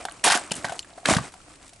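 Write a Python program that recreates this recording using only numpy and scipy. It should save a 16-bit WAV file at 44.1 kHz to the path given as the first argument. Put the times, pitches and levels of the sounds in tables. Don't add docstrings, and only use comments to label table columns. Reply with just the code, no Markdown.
import sys
import numpy as np
from scipy import signal
from scipy.fft import rfft, irfft
from scipy.io import wavfile
from scipy.ndimage import uniform_filter1d

SR = 44100
rng = np.random.default_rng(int(sys.argv[2]) if len(sys.argv) > 2 else 0)


def voltage_ratio(level):
    return 10 ** (np.asarray(level, float) / 20)


def unload_audio(sound):
    columns = np.transpose(np.atleast_2d(sound))
    steps = np.round(np.clip(columns, -1, 1) * 32767)
    wavfile.write(sys.argv[1], SR, steps.astype(np.int16))


N = 79380

# start_s, crack_db, body_db, grip_hz
FIRST_VOLLEY = [(0.2396, -6, -23, 690), (0.2445, -14.5, -16.5, 950), (0.2500, -8, -20, 962),
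                (0.2570, -12, -22, 790), (0.2635, -10, -18, 820), (0.2700, -13, -13.5, 1563),
                (0.2757, -7, -10.5, 888), (0.2840, -11, -20, 810), (0.2991, -8, -14.5, 847),
                (0.3040, -13.5, -12, 1588), (0.3090, -8.5, -17.5, 1470), (0.3183, -5.5, -15.5, 880),
                (0.3214, -9, -20, 1524), (0.3304, -14, -16.5, 1206), (0.3392, -17, -14, 1426),
                (0.3440, -15.5, -24, 1560), (0.3500, -12.5, -18, 830), (0.3560, -12.5, -25, 1567),
                (0.3640, -24, -21, 708), (0.3729, -21, -21.5, 1700), (0.3804, -33, -28.5, 1185)]
# start_s, crack_db, body_db, grip_hz
SECOND_VOLLEY = [(1.0546, -28, -13.5, 1620), (1.057, -21, -19.5, 1230), (1.0872, -26, -29, 800),
                 (1.0954, -10.5, -18, 2190), (1.0991, -10, -19, 1560), (1.1024, -14.5, -17, 973),
                 (1.1074, -11, -24, 760), (1.1134, -10.5, -12, 647), (1.1214, -20, -23, 604),
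                 (1.1284, -18, -50, 700), (1.1345, -10, -12.5, 1200), (1.1464, -14, -31, 720),
                 (1.1544, -30, -24, 510), (1.1659, -12, -18.5, 1598), (1.1834, -25.5, -17.5, 1110)]
# start_s, crack_db, body_db, grip_hz, ring_factor
STRAY_PALMS = [(0.0034, -32.5, -33.5, 690, 0.41), (0.0511, -18.5, -21, 717, 0.38),
               (0.0836, -37, -27, 1150, 1.13), (0.5153, -16.5, -22.5, 633, 0.69),
               (0.5178, -11.5, -26, 880, 0.38), (0.6434, -21.5, -19, 1883, 1.27),
               (0.6485, -20.5, -20, 710, 0.82), (0.6932, -27, -25, 794, 1.56),
               (0.7206, -23, -23.5, 694, 0.89), (0.977, -50, -33, 650, 1.3), (1.3383, -32, -38, 1100, 0.49)]
# mode_hz, level_db
GUARD_MODES = [(680, 2.5), (745, -1), (850, -2), (1080, -5), (1220, -6.5), (1390, -6), (1550, 2.5),
               (1630, 0.5), (1760, -3.5), (1940, -2.5), (2300, -3)]
# freq_hz, density_db_per_hz
CRACK_COLOUR = [(150, -50), (550, -12), (1500, -1), (2200, -1), (3400, 1), (8200, -4.5), (11000, -7)]
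# start_s, level_db
MAGAZINE_KNOCKS = [(0.011, -25.5), (0.034, -29.5), (0.76, -39), (0.644, -12), (0.678, -33), (0.696, -35),
                   (0.721, -27), (0.909, -37), (0.929, -33), (1.031, -29), (1.353, -34), (1.477, -39),
                   (1.604, -41.5), (1.728, -37)]
# start_s, level_db, pitch_hz, t60_s
BOOT_STAMPS = [(0.241, -36, 196, 0.053), (0.262, -36, 257, 0.034), (0.307, -34.5, 129.5, 0.059),
               (0.351, -13, 307, 0.028), (0.513, -14, 184, 0.024), (.585, -37.5, 95, 0.069),
               (0.642, -33, 135, 0.091), (0.7, -37.5, 118, 0.069), (1.086, -21, 147, 0.096),
               (1.107, -9, 299, 0.054), (1.122, -16.5, 99, 0.053), (1.164, -9.5, 142.4, 0.062),
               (1.184, -38, 112, 0.15), (1.207, -29, 113.4, 0.056)]
# start_s, level_db, colour_hz, t60_s
METAL_SNAPS = [(0.2393, -13, 5000, 0.0034), (0.2515, -5.5, 8440, 0.01), (0.262, -8, 5500, 0.013),
               (0.2675, -8, 8800, 0.0087), (0.3015, -16, 6600, .01), (0.3187, -19, 3300, 0.0085),
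               (0.3512, -11, 9500, .006), (0.374, -14, 9800, .008), (0.509, -26.5, 2820, 0.052),
               (0.5172, -16, 8350, 0.024), (0.5347, -29, 8500, 0.017), (0.5535, -28, 8400, .04),
               (0.5662, -25, 8300, 0.027), (0.828, -37, 2820, 0.036), (0.846, -39, 1570, 0.037),
               (0.879, -52, 1200, .03), (0.905, -47, 2970, 0.023), (0.935, -46, 3880, 0.029),
               (1.0547, -20, 3000, 0.0081), (1.076, -34, 7500, .015), (1.0877, -13.5, 2580, 0.01),
               (1.0996, -13, 8150, .012), (1.108, -11, 7000, 0.012), (1.1085, -13, 4000, .003),
               (1.114, -15, 7500, 0.0079), (1.1284, -12, 6500, 0.0074), (1.1362, -13, 5550, .006),
               (1.148, -15, 4000, .012), (1.154, -30, 10000, 0.0088), (1.1675, -21, 8250, 0.0048),
               (0.0518, -23.5, 1370, 0.035), (0.2408, -11, 9700, 0.076), (0.246, -18, 575, 0.057),
               (0.521, -16.5, 4250, .012), (0.575, -32, 200, .15), (0.797, -35, 5130, 0.069),
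               (0.98, -40.5, 1560, 0.045), (1.0564, -18, 525, 0.039), (1.0565, -14, 2520, .03),
               (1.0585, -15, 4300, 0.017), (1.32, -41.5, 201, 0.16), (1.415, -44, 3470, .02),
               (0.0518, -26.5, 520, 0.034), (0.268, -16.5, 584, 0.078), (0.560, -29, 380, 0.088)]
# start_s, level_db, pitch_hz, ring_factor
SLING_TICKS = [(0.040, -39, 8700, 1.1), (0.096, -35, 4240, 0.82), (0.1125, -33.5, 2900, 0.98),
               (0.1215, -31, 8840, 0.8), (0.196, -39, 2740, 0.81), (0.394, -26.5, 8200, 1.2),
               (0.541, -25.5, 2930, 1.15), (0.520, -18, 4380, 0.8), (0.685, -28, 1570, 2.5),
               (0.7919, -20, 2970, 1), (0.7924, -18.5, 4320, 0.85), (0.822, -43, 7282, 5.5),
               (1.0582, -20.5, 3270, 1), (1.403, -42, 1333, 1.7), (1.680, -40.5, 8000, 1.1)]
# start_s, level_db
GLOVE_SCUFFS = [(1.277, -41.5), (1.288, -44), (1.416, -52), (1.488, -61), (1.534, -47.5), (1.555, -45.5),
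                (1.627, -45), (1.665, -43.5), (1.6788, -42.5), (1.692, -41), (1.7329, -40.5),
                (1.7607, -45.5)]
# time_s, level_db
JACKET_MOVEMENT = [(0, -49), (.13, -50.5), (0.229, -53.5), (0.254, -27.5), (.39, -38), (.45, -42.5),
                   (.5, -47), (.515, -49.5), (.565, -38.5), (0.62, -43), (.74, -44.5), (.88, -48),
                   (1.036, -51), (1.078, -26.5), (1.21, -35), (1.272, -40), (1.33, -54), (1.8, -57)]
# freq_hz, density_db_per_hz
CLOTH_COLOUR = [(60, -33.5), (290, -1.5), (450, -7.5), (750, -5), (1900, -9.5), (5000, -17.5), (8300, -12),
                (11000, -25)]
# freq_hz, density_db_per_hz
AIR_COLOUR = [(20, 7), (65, 8.5), (110, 5.5), (700, -10.5), (1100, -18), (6000, -15.5), (8500, -11.5),
              (11000, -23)]

T = np.arange(4096) / SR
OPPOSITE = np.array([[1], [-1]])


def unit(x):
    return x / np.sqrt(np.mean(x ** 2))


def colour(x, table):
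    hz, db = np.array(table, float).T
    f = np.fft.rfftfreq(x.shape[-1], 1 / SR) + 1
    gain = voltage_ratio(np.interp(np.log(f), np.log(hz), db))
    return irfft(rfft(x) * gain, x.shape[-1])


def fade(t, t60_s):
    return np.exp(-np.log(1000) * t / np.maximum(t60_s, .002))


def attack(rise_s):
    return np.minimum(T / rise_s, 1)


def add(out, start_s, sound, pan_db):
    i = int(max(start_s, 0) * SR)
    n = min(len(sound), N - i)
    out[:, i:i + n] += sound[:n] * voltage_ratio(OPPOSITE * pan_db / 2)


def walk(rate_hz):
    k = int(SR / rate_hz)
    steps = np.repeat(rng.standard_normal(N // k + 1), k)
    return unit(uniform_filter1d(uniform_filter1d(steps, k), k)[:N])


def palm_crack(ring, chance):
    patchy_db = 2.5
    noise = colour(rng.standard_normal(len(T)), CRACK_COLOUR)
    patches = [(1200 * k, patchy_db * chance[k, 0]) for k in range(2, 10)]
    return unit(colour(noise, patches)) * fade(T, 0.06 * ring)


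def guard_ring(grip_hz, ring, scatter, detune):
    lowest_t60_s, jitter, scatter_db, slope_db_per_oct = 0.034, .025, 4, 16
    hz, db = np.array(GUARD_MODES, float).T[:, :, None]
    nearest = hz == hz[np.argmin(np.abs(hz - grip_hz))]
    level_db = db + 2.95 * nearest + scatter_db * scatter
    level_db = level_db - slope_db_per_oct * np.abs(np.log2(hz / grip_hz))
    gain = voltage_ratio(level_db) * (-1) ** np.arange(len(hz))[:, None]
    mode_hz = np.where(nearest, grip_hz, hz * (1 + jitter * detune))
    decay = fade(T, lowest_t60_s * ring * np.sqrt(hz[0] / hz))
    return (gain * np.sin(2 * np.pi * mode_hz * T) * decay).sum(axis=0)


def slaps(table, volley_ring=1):
    out, onset = np.zeros((2, N)), attack(0.00068)
    for start_s, crack_db, body_db, grip_hz, *own_ring in table:
        scatter, detune, chance = rng.standard_normal((3, len(GUARD_MODES), 1))
        ring = np.clip(own_ring[0], .2, 3) if own_ring else volley_ring
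        crack = palm_crack(ring, chance) * onset
        body = guard_ring(grip_hz, ring, scatter, detune) * onset
        body = body / np.sqrt(np.mean(body[:220] ** 2))
        slap = voltage_ratio(crack_db - 7.0) * crack + voltage_ratio(body_db - 5.5) * body
        add(out, start_s + .0007, slap, 3.43 * chance[0, 0])
    return out


def knocks():
    out = np.zeros((2, N))
    for start_s, db in MAGAZINE_KNOCKS:
        hz = 704 * (1 + 0.044 * rng.standard_normal())
        ring = np.sin(2 * np.pi * hz * T) * fade(T, 0.042) * (1 - fade(T, 0.0056))
        add(out, start_s, voltage_ratio(db - 6) * ring, 0)
    return out


def stamps():
    attack_s = 0.0026
    modes = ((1.008, -0.81, 0.54), (0.69, 0.079, 1.56), (1.714, 0.19, 0.66))
    out, t = np.zeros((2, N)), np.arange(8192) / SR
    for start_s, db, hz, t60_s in BOOT_STAMPS:
        thump = sum(gain * np.sin(2 * np.pi * hz * ratio * t) * fade(t, t60_s * longer)
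                    for ratio, gain, longer in modes)
        push = (1 - fade(t, 6 * attack_s)) ** 2
        add(out, start_s, voltage_ratio(db + 9.0) * thump * push, -1.5)
    return out


def snaps():
    slope_db = -18
    out = np.zeros((2, N))
    for start_s, db, hz, t60_s in METAL_SNAPS:
        noise = rng.standard_normal(len(T))
        peak = [(hz / 4, 1.18 * slope_db), (hz / 2, slope_db), (hz, 0), (2 * hz, slope_db)]
        burst = unit(colour(noise, peak)) * fade(T, t60_s) * attack(0.00017)
        add(out, start_s, voltage_ratio(db - 3.5) * burst, 3.3 * noise[0])
    return out


def ticks():
    t60_s = .010
    out = np.zeros((2, N))
    for start_s, db, hz, ring_factor in SLING_TICKS:
        noise = rng.standard_normal(len(T))
        click = unit(colour(noise, [(hz / 2, -22), (hz, 0), (3 * hz, -7)])) * fade(T, 0.73 * t60_s)
        decay = fade(T, t60_s * np.clip(ring_factor, .4, 8))
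        ring = np.sin(2 * np.pi * hz * T) * decay * attack(0.00089)
        add(out, start_s, voltage_ratio(db - 6.5) * (1.8 * click + 3.2 * ring), 3.4 * noise[0])
    return out


def scuffs():
    out = np.zeros((2, N))
    for start_s, db in GLOVE_SCUFFS:
        puff = unit(colour(rng.standard_normal(len(T)), [(700, -11), (2500, 3.5), (10000, 2)]))
        add(out, start_s, voltage_ratio(db) * puff * fade(T, 0.043) * attack(0.00036), 0)
    return out


def rustle():
    grains_per_s, grain_db, grain_t60_s = 450, 4.5, .008
    time_s, db = np.array(JACKET_MOVEMENT).T
    shared = rng.random(N) < grains_per_s / SR / 3
    both = 0
    for hz in 150 * 2. ** np.arange(7):
        hit = shared | (rng.random(N) < grains_per_s / SR)
        hit = hit * voltage_ratio(grain_db * np.minimum(rng.exponential(size=N), 3))
        gate = signal.fftconvolve(hit, fade(T, grain_t60_s))[:N] + 1.24
        octave = [(hz / 8, -36), (hz, 0), (8 * hz, -36)]
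        both = both + colour(gate * rng.standard_normal((2, N)), octave)
    mid, side = colour(both, CLOTH_COLOUR)
    level_db = np.interp(np.arange(N) / SR, time_s, db) + 3.55 * walk(30.325)
    return unit(mid + 0.27 * side * OPPOSITE) * voltage_ratio(level_db)


def air():
    level_db, gust_db = -54, 1.5
    mid, side = colour(rng.standard_normal((2, N)), AIR_COLOUR)
    side = colour(side, [(60, -33), (1000, 7.5), (10000, -5)])
    return unit(mid + side * OPPOSITE) * voltage_ratio(level_db - 0.5 + gust_db * walk(10.03))


def yard(mono):
    t60_s, level_db, cutoff_hz = .2, -14.5, 3650
    t = np.arange(SR // 2) / SR
    noise = signal.lfilter(*signal.butter(1, cutoff_hz, fs=SR), rng.standard_normal((2, len(t))))
    mid, side = noise * fade(t, t60_s) * (t > .003)
    tail = mid + 0.39 * side * OPPOSITE
    tail = tail / np.sqrt(np.sum(tail ** 2) / 2)
    return voltage_ratio(level_db) * signal.fftconvolve(mono[None], tail, axes=1)[:, :N]


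def port_difference(hits, low):
    lag_s, hits_db, low_db = .0003, -43, -12.5
    late = np.roll(hits.mean(axis=0), int(lag_s * SR)) * voltage_ratio(hits_db)
    quarter = signal.hilbert(low.mean(axis=0)).imag * voltage_ratio(low_db)
    return (late + quarter) * OPPOSITE


def scene():
    hits = slaps(FIRST_VOLLEY, 1.0) + slaps(SECOND_VOLLEY, 0.59) + slaps(STRAY_PALMS) + knocks()
    low = stamps()
    direct = hits + low + port_difference(hits, low)
    echo = yard((hits + low).mean(axis=0))
    return direct + echo + ticks() + scuffs() + rustle() + air() + snaps()


def band_limit(x):
    return signal.sosfilt(signal.butter(12, 12340, fs=SR, output="sos"), x)


def record(dry):
    rounded = np.tanh(0.79 * dry) / 0.83
    trimmed = signal.lfilter(*signal.butter(1, 30, "high", fs=SR), rounded)
    mix = signal.sosfilt(signal.ellip(9, .5, 43, 11150, fs=SR, output="sos"), trimmed)
    return band_limit(mix)


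dry = scene()
out = record(dry)
unload_audio(out)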